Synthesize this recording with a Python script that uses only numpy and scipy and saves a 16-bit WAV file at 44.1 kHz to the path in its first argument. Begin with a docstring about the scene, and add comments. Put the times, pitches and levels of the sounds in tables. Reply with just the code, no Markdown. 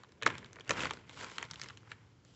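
"""Faint clicks of film over soft rubbing come first, then loud bursts of snaps and crackle, then quiet.
A stiff plastic packet is pushed by hand into a toaster slot in a small kitchen.
Slips of each crease ring short film modes; rubbing is crackle and noise, with a low push of the hand.
The toaster knocks softly as a low ringing tone, and a low drone, made of ringing noise, wavers.
Soft room noise and echoes of the snaps lie behind. A phone microphone gives a narrow band."""
import sys
import numpy as np
from scipy import signal
from scipy.fft import rfft, irfft
from scipy.io import wavfile

SR = 44100
rng = np.random.default_rng(int(sys.argv[2]) if len(sys.argv) > 2 else 0)


def wav_record(signal):
    """Record a signal, one row per channel, as 16-bit PCM in the file named by sys.argv[1]."""
    frames = np.transpose(np.atleast_2d(signal))
    bounded = np.clip(frames, -1, 1)
    # unit amplitude maps onto the largest positive 16-bit level
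    quanta = np.round(bounded * 32767).astype(np.int16)
    wavfile.write(sys.argv[1], SR, quanta)


def amplitude_ratio(level_db):
    """Convert a level in decibels to the matching linear amplitude (field) ratio."""
    exponent = np.asarray(level_db, float) / 20
    return 10 ** exponent


N = 103635  # samples, 2.35 s

# Snaps: modes spread about this far either side of the pitch (octaves) and die by 60 dB in T60.
PANEL_SPREAD_OCT, PANEL_T60_S = 0.683, 0.012
FACET_SPREAD_OCT, FACET_T60_S = 0.38, 0.0084
TICK_HZ, TICK_SPREAD_OCT, TICK_T60_S = 6680, 0.4, 0.0052
THUMP_HZ, THUMP_SPREAD_OCT, THUMP_T60_S = 390.6, 0.66, 0.018
OUTER_MODE_DB = -4.5  # the outermost modes are weaker
SLIP_FALL_S, SLIPS_PER_S, AFTERSLIP_DB = 0.0054, 2400, -16  # AFTERSLIP_DB: typical size at the start

# Creases that snap: [t/s, wide panel peak level/dB, panel f/Hz, narrow facet peak level/dB, facet f/Hz,
# treble tick peak level/dB, thump peak level/dB]
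CREASE_SNAPS = [(0.0339, -44, 1130, -49, 3700, -52.5, -67), (0.045, -52.5, 1270, -54, 2940, -72, -72),
                (0.0862, -71, 1370, -66, 3300.0, -67, -63), (0.091, -58, 1440, -61, 3410.0, -59, -65),
                (0.1199, -54, 1780, -55.5, 4030, -56.5, -80), (0.2146, -45, 1650, -46, 3070, -78, -51),
                (0.2232, -27.5, 1750, -29, 3110, -39, -41.5),
                (0.2313, -28.5, 1495, -30.5, 3280, -33, -46.5),
                (0.2604, -29, 1170, -29.5, 3640, -31, -31.5), (0.2631, -12, 1410, -29, 4090, -24, -32),
                (0.2688, -33, 1150, -28.5, 3320, -37, -41), (0.272, -30, 1236, -30, 4600, -38, -35.5),
                (0.2756, -28, 1670, -27.5, 2680, -31, -34.5), (0.3013, -32.5, 1500, -35.5, 3030, -46, -45),
                (0.3524, -37.5, 1590, -43, 3130, -50.5, -52), (0.3806, -42, 1360, -40.5, 3480, -36, -58.5),
                (0.39, -51, 1430, -53, 3100, -52, -63), (0.4276, -44, 1340, -59, 3400.0, -66, -54.5),
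                (0.4446, -46.5, 1700, -39.5, 3650, -52, -60), (0.4595, -52, 1830, -50, 3100, -52, -70),
                (0.53, -50, 1720, -49, 4230, -41.5, -76), (0.558, -43.5, 1610, -53, 3580, -49, -63),
                (0.5655, -41.5, 1580, -58, 2900, -71, -52), (0.5859, -43, 1530, -55, 3150, -70, -58.5),
                (0.597, -46, 1600, -46.5, 4270, -52.5, -52), (0.6076, -46, 1690, -39.5, 2920, -48, -63),
                (0.646, -56, 1510, -56, 3480, -56, -66), (0.6773, -42, 1730, -47, 3400, -49, -52),
                (0.6935, -23.5, 1950, -34, 2640, -24.5, -34.5), (0.699, -35, 1390, -43, 3400, -42, -31),
                (0.706, -19.5, 1430, -32, 3274, -28, -28), (0.7072, -24, 1930, -23.5, 3320, -24, -48),
                (0.7118, -22, 1274, -41, 3500, -33.5, -46), (0.7183, -42, 1660, -45, 3000.0, -32, -36),
                (0.7921, -29.5, 1470, -34.5, 3310, -40, -56), (0.8047, -35, 1680, -28, 2860, -34.5, -48),
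                (0.81, -40, 1560, -47, 2800, -35, -61), (0.8168, -35, 1536, -43, 2840, -41.5, -46),
                (0.8336, -26, 1740, -31, 3570, -43, -34.5), (0.8457, -30, 1740, -37, 3060, -38, -40),
                (0.8539, -25, 1290, -30, 3660, -39, -59), (0.8678, -31, 1520, -37, 2910, -43, -48.5),
                (0.9, -53, 1490, -40, 3760, -46, -58), (0.908, -24.5, 1555, -30, 3260, -33.5, -43),
                (0.9346, -42, 1670, -41, 3850, -39, -46.5), (0.9704, -43.5, 1600, -50, 3500, -58, -56),
                (1.094, -44.5, 1490, -40, 2960, -48.5, -55.5), (1.1734, -39.5, 1170, -46, 3200, -52, -61),
                (1.2096, -35.5, 1670, -41, 3730, -40, -48), (1.232, -35, 1213, -53, 3570, -41, -46.5),
                (1.2437, -32, 1420, -39, 4040, -36.5, -71), (1.297, -54, 1330, -47, 4080, -50, -72),
                (1.315, -43, 1450, -47, 3430, -43, -53), (1.3577, -68, 1550, -47.5, 4200, -48, -59),
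                (1.3819, -28, 1395, -26, 3070, -33.5, -60), (1.4116, -46, 1530, -45, 3620, -63, -52),
                (1.4264, -29, 1460, -30.5, 2690, -31.5, -49.5), (1.4389, -49, 1250, -46, 3700, -52, -59),
                (1.451, -54, 1570, -48.5, 4500, -61, -56), (1.501, -49, 1440, -50, 3240, -58, -65),
                (1.5108, -40, 1470, -31, 4360, -34.5, -59), (1.5342, -41, 1860, -41, 3520, -47, -76),
                (1.5411, -44, 1530, -47, 4140, -42.5, -56), (1.5572, -54, 1700.0, -38, 3200, -47, -70),
                (1.596, -40, 1480, -43, 3730, -43, -60), (1.6094, -62, 1720, -55, 3950, -49, -66),
                (1.6147, -32, 2135, -29, 4930, -37, -64), (1.6285, -44, 2090, -46, 3300, -45, -56),
                (1.6345, -49, 1600, -38.5, 3760, -37.5, -57), (1.6416, -40, 1680, -52, 3670, -41, -57),
                (1.659, -41, 1750, -49, 3940, -57, -69), (1.686, -43, 1860, -41, 3830, -43.5, -62),
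                (1.6984, -42, 1430, -43.5, 3000, -63, -61), (1.7041, -43, 1440.0, -49, 2970, -52, -73),
                (1.7273, -59, 1620, -61, 4060, -62, -71), (1.7724, -49.5, 1700.0, -42.5, 3100, -44.5, -72),
                (1.8293, -54.5, 1190, -74, 3010.0, -75, -68), (1.8727, -51, 1260, -65, 3370, -82, -67),
                (1.9161, -33, 1867, -38, 3240, -64, -78), (1.9255, -46, 1900, -58, 3300, -62, -65),
                (2.249, -58, 1810, -58.5, 4350, -51, -63.5)]


def snaps():
    """A crease gives way at once and weaker slips follow; they ring a panel, a facet, a tick and a thump."""
    out, size = np.zeros(N + SR), 2400
    t = np.arange(400) / SR
    shape = amplitude_ratio(AFTERSLIP_DB) * np.exp(-t / SLIP_FALL_S)
    slips = rng.standard_normal((len(CREASE_SNAPS), 400))
    slips *= (rng.random(slips.shape) < SLIPS_PER_S / SR) * shape
    slips[:, 0] = 1  # the first slip
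    shifts = rng.uniform(-0.26, 0.17, (len(CREASE_SNAPS), 4, 7))
    for row, slip, row_shifts in zip(CREASE_SNAPS, slips, shifts):
        s, panel_db, panel_hz, facet_db, facet_hz, tick_db, thump_db = row
        slip = np.pad(slip, (0, size - len(slip)))
        start = int(s * SR)
        parts = [(panel_db, panel_hz, PANEL_SPREAD_OCT, PANEL_T60_S),
                 (facet_db, facet_hz, FACET_SPREAD_OCT, FACET_T60_S),
                 (tick_db, TICK_HZ, TICK_SPREAD_OCT, TICK_T60_S),
                 (thump_db, THUMP_HZ, THUMP_SPREAD_OCT, THUMP_T60_S)]
        for (db, hz, spread, t60), shift in zip(parts, row_shifts):
            part = film_modes(slip, hz, spread, t60, shift)
            out[start:start + size] += amplitude_ratio(db) * part / np.abs(part).max()
    return out[:N]


def film_modes(slip, hz, spread_oct, t60, shift):
    """Seven short modes around one pitch ring together, with alternating signs."""
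    ladder = np.linspace(-1, 1, 7)
    pitches = np.minimum(hz * 2 ** (spread_oct * (ladder + shift)), 0.4 * SR)
    heights = amplitude_ratio(OUTER_MODE_DB * ladder ** 2)
    modes = sum((-1) ** k * heights[k] * ring(slip, f, t60) for k, f in enumerate(pitches))
    edges = [pitches[0] * 0.8, pitches[-1] * 1.2]
    return signal.sosfilt(signal.butter(2, edges, "band", fs=SR, output="sos"), modes)


# Balance inside the rubbing, before its overall level is set
CRACKLE_DB, SMOOTH_DB = -5.5, -6
FLUTTER_DB, FLUTTERS_PER_S = 2.2, 30  # spread and pace of the wavering of the smooth noise

# Handling: [t/s, rubbing level/dB, level of its treble/dB, level of the low push of the hand/dB]
HAND_MOVES = [(0, -66.5, -74, -61), (0.03, -67, -76, -74), (0.06, -74, -82.5, -70), (0.2, -75, -80, -64),
              (0.24, -57, -75, -51.5), (0.285, -49, -56.5, -50.5), (0.32, -50, -63, -46.5),
              (0.37, -53.5, -67.5, -61.5), (0.41, -59, -68.5, -54), (0.5, -67, -76.5, -63.5),
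              (0.57, -64.5, -73, -58.5), (0.63, -69, -76, -60.5), (0.67, -58.5, -70.5, -69),
              (0.73, -44.5, -49, -46), (0.75, -44.5, -58.5, -54), (0.79, -39.5, -48, -43),
              (0.82, -43.5, -48.5, -48), (0.85, -40.5, -48.5, -43), (0.885, -49, -59, -52.5),
              (0.92, -55, -63, -52), (0.96, -58.5, -64.5, -55), (1.05, -66.5, -76.5, -65.5),
              (1.1, -60, -64.5, -64), (1.16, -58, -60, -59), (1.23, -49.5, -53.5, -55.5),
              (1.27, -52.5, -60, -54.5), (1.35, -58, -59, -64), (1.4, -53, -62.5, -55.5),
              (1.45, -55, -62.5, -59), (1.48, -64, -70, -68), (1.58, -61, -63.5, -68),
              (1.65, -59, -61, -59.5), (1.72, -66.5, -70.5, -66), (1.8, -74, -76.5, -65.5),
              (1.88, -68.5, -76, -72), (1.92, -58.5, -60.5, -65), (1.95, -70.5, -78, -66.5),
              (2.0, -69.5, -79, -73), (2.22, -86, -83, -77), (2.27, -78.5, -72.5, -66.5),
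              (2.35, -76, -68.5, -78)]
# Tone of the rubbing: [f/Hz, relative level/dB per Hz]
RUB_TONE = [(120, -52.5), (200, -27.5), (480, -3.5), (680, -8), (1060, 2.5), (1190, -4.5), (1360, 0.5),
            (1900, -1.5), (2120, 2.5), (3500, -5.5), (4550, -33.5), (7700, -120)]
# Tone of its treble: [f/Hz, relative level/dB per Hz]
TREBLE_TONE = [(1760, -49), (3000, 2), (3460, -3), (6670, -4), (7770, 2), (8510, -29.5), (11100, -58.5),
               (18700, -120)]
# Tone of the low push: [f/Hz, relative level/dB per Hz]
PUSH_TONE = [(20, -28.5), (40, 1), (70, 2), (120, 6), (250, -0.5), (450, -2), (700, -16.5), (1200, -59)]


def rubbing():
    """Film drags over metal and skin: crackle on smooth friction noise, and a low push."""
    level_db, treble_db, push_db = in_time(HAND_MOVES)
    flutter = amplitude_ratio(FLUTTER_DB * drift(FLUTTERS_PER_S))
    clicks = creases()  # the same creases sound in both bands
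    body = crackle_on_friction(clicks, flutter, 400, 2650)
    treble = crackle_on_friction(clicks, flutter, 2500, 6050)
    push = colour(rng.standard_normal(N), PUSH_TONE) * amplitude_ratio(0.31 * drift(5.7))
    rub = amplitude_ratio(level_db) * colour(body, RUB_TONE) + amplitude_ratio(treble_db) * colour(treble, TREBLE_TONE)
    return rub + amplitude_ratio(push_db) * push


def crackle_on_friction(clicks, flutter, low_hz, high_hz):
    """Crackle from small creases lies on fluttering friction noise."""
    smooth = rng.standard_normal(N) * flutter
    return amplitude_ratio(CRACKLE_DB) * crackle(clicks, low_hz, high_hz) + amplitude_ratio(SMOOTH_DB) * smooth


CRACKLES_PER_S, CRACKLE_SPREAD_DB = 1500, 2.5  # the pace when clumping is neutral; spread of sizes
CLUMP_DB, CLUMPS_PER_S = 2.5, 40  # how strongly and how fast the pace of crackles drifts


def creases():
    """Small creases give way at random, in clumps."""
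    sizes = amplitude_ratio(CRACKLE_SPREAD_DB * np.minimum(rng.exponential(1, N), 4)) * rng.choice([-1, 1], N)
    pace = CRACKLES_PER_S * amplitude_ratio(CLUMP_DB * drift(CLUMPS_PER_S))
    return sizes * (rng.random(N) < pace / SR)


CRACKLE_CYCLES = 4.8  # cycles until a ring has fallen by 60 dB


def crackle(clicks, low_hz, high_hz):
    """Each small crease rings a few cycles on neighbouring pitches; roughly flat over the band."""
    pitches = np.geomspace(low_hz, high_hz, 16)
    dealt = rng.integers(0, 16, N)  # the middle pitch of each crease
    out = np.zeros(N)
    for k, hz in enumerate(pitches):
        near = clicks * (np.abs(dealt - k) < 4)
        out += hz / low_hz * ring(near, hz, CRACKLE_CYCLES / hz)
    return rms_one(out)


THUD_HZ, THUD_T60_S = 69.2, 0.06  # T60 of each of the two rings in a row

# The toaster rocks on the counter: [t/s, approximate peak level/dB]
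TOASTER_KNOCKS = [(0.691, -51), (0.821, -50), (0.844, -56)]


def thuds():
    """Soft low knocks of the toaster body: ringing twice in a row makes each one swell, then fade."""
    s, db = np.transpose(TOASTER_KNOCKS)
    clicks = np.zeros(N)
    clicks[(s * SR).astype(int)] = amplitude_ratio(db)
    once = ring(clicks, THUD_HZ, THUD_T60_S)
    return ring(once, THUD_HZ, THUD_T60_S) * 40 / (THUD_T60_S * SR)  # peak near the click's height


DRONE_HZ, DRONE_T60_S = 119, 0.07

# The low drone swells and fades: [t/s, level/dB]
DRONE_SWELLS = [(0.0, -76), (0.12, -77.5), (0.31, -53), (0.52, -64.5), (0.67, -69.5), (0.71, -41),
                (0.73, -67), (1.12, -63), (1.26, -68), (1.29, -80), (1.45, -63), (1.52, -51.5),
                (1.57, -59.5), (2.35, -64.5)]


def drone():
    """A low resonance driven by noise wavers by chance and follows its swells."""
    tone = rms_one(ring(rng.standard_normal(N), DRONE_HZ, DRONE_T60_S))
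    return amplitude_ratio(in_time(DRONE_SWELLS)[0]) * tone


ROOM_NOISE_DB = -68  # level before a slight wavering

# Tone of the room noise: [f/Hz, relative level/dB per Hz]
ROOM_NOISE_TONE = [(18, -45), (35, -24.5), (60, -13.5), (118, -13.5), (200, -18), (300, -14.5),
                   (600, -25.5), (1300, -26.5), (3000, -35), (7400, -40), (8500, -57.5), (11000, -90)]


def room_noise():
    """Soft noise of the room, mostly low, with a slightly wavering level."""
    return amplitude_ratio(ROOM_NOISE_DB) * colour(rng.standard_normal(N), ROOM_NOISE_TONE) * amplitude_ratio(0.47 * drift(16))


KITCHEN_T60_S, WALL_CUT_HZ = 0.24, 5100  # T60 of the lows; the treble dies faster
KITCHEN_DB = -24  # gain on the summed echoes


def kitchen(x):
    """Echoes between walls: eight feedback delays, duller on every round."""
    out = np.zeros(N)
    dull = np.exp(-2 * np.pi * WALL_CUT_HZ / SR)
    lags = (rng.uniform(0.008, 0.034, 8) * SR).astype(int)
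    for k, lag in enumerate(lags):
        loop, state = x.copy(), [0.]
        gain = amplitude_ratio(-60 * lag / SR / KITCHEN_T60_S)
        for i in range(lag, N, lag):
            back, state = signal.lfilter([gain * (1 - dull)], [1, -dull], loop[i - lag:i], zi=state)
            loop[i:i + lag] += back[:N - i]
        out += (loop - x) * (-1) ** k  # echoes only
    return out


def rms_one(x):
    """Scale to rms 1."""
    return x / np.sqrt(np.mean(x ** 2) + 1e-20)


def in_time(rows):
    """Columns of a table as curves over time."""
    s, *columns = np.transpose(rows)
    return [np.interp(np.arange(N) / SR, s, c) for c in columns]


def drift(rate):
    """Slow chance with spread about 1: smoothed noise (rate in Hz), made at every 40th sample."""
    r = np.exp(-2 * np.pi * rate * 40 / SR)
    noise = rng.standard_normal(N // 40 + 2002)
    slow = signal.lfilter([1], [1, -2 * r, r * r], noise)[2000:]  # skip the settling
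    return np.interp(np.arange(N) / 40, np.arange(len(slow)), rms_one(slow - slow.mean()))


def ring(clicks, hz, t60):
    """A unit click sets a sine ringing from height 1, falling by 60 dB in t60 seconds."""
    r, w = amplitude_ratio(-60 / (t60 * SR)), 2 * np.pi * hz / SR
    return signal.lfilter([0, np.sin(w)], [1, -2 * r * np.cos(w), r * r], clicks + 1e-18)


def colour(x, spectrum):
    """Give a flat signal a spectrum; rms 1."""
    hz, db = np.transpose(spectrum)
    grid = np.maximum(np.fft.rfftfreq(N, 1 / SR), 1)
    gain = amplitude_ratio(np.interp(np.log(grid), np.log(hz), db))
    return rms_one(irfft(rfft(x) * gain, N))


def scene():
    """Packet close by, the kitchen around it."""
    film = snaps()
    echoes = amplitude_ratio(KITCHEN_DB) * kitchen(film)
    return (film + echoes + rubbing() + thuds() + drone() + room_noise())[None]


def band_limit(x):
    """A steep low-pass at the top of the band."""
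    return signal.sosfilt(signal.butter(12, 8660, fs=SR, output="sos"), x)


CUTOFF_HZ, BASS_CUT_HZ = 9606, 68  # from CUTOFF_HZ up all is at least 80 dB down
HISS_DB = -99


def record(dry):
    """The phone microphone's narrow band: bass and top are cut steeply, and faint hiss is added."""
    cut = signal.sosfilt(signal.cheby2(12, 80, CUTOFF_HZ, fs=SR, output="sos"), dry)
    cut = signal.sosfilt(signal.butter(3, BASS_CUT_HZ, "high", fs=SR, output="sos"), cut)
    hiss = amplitude_ratio(HISS_DB) * rng.standard_normal(dry.shape)
    return band_limit(cut + hiss)


dry = scene()
out = record(dry)
wav_record(out)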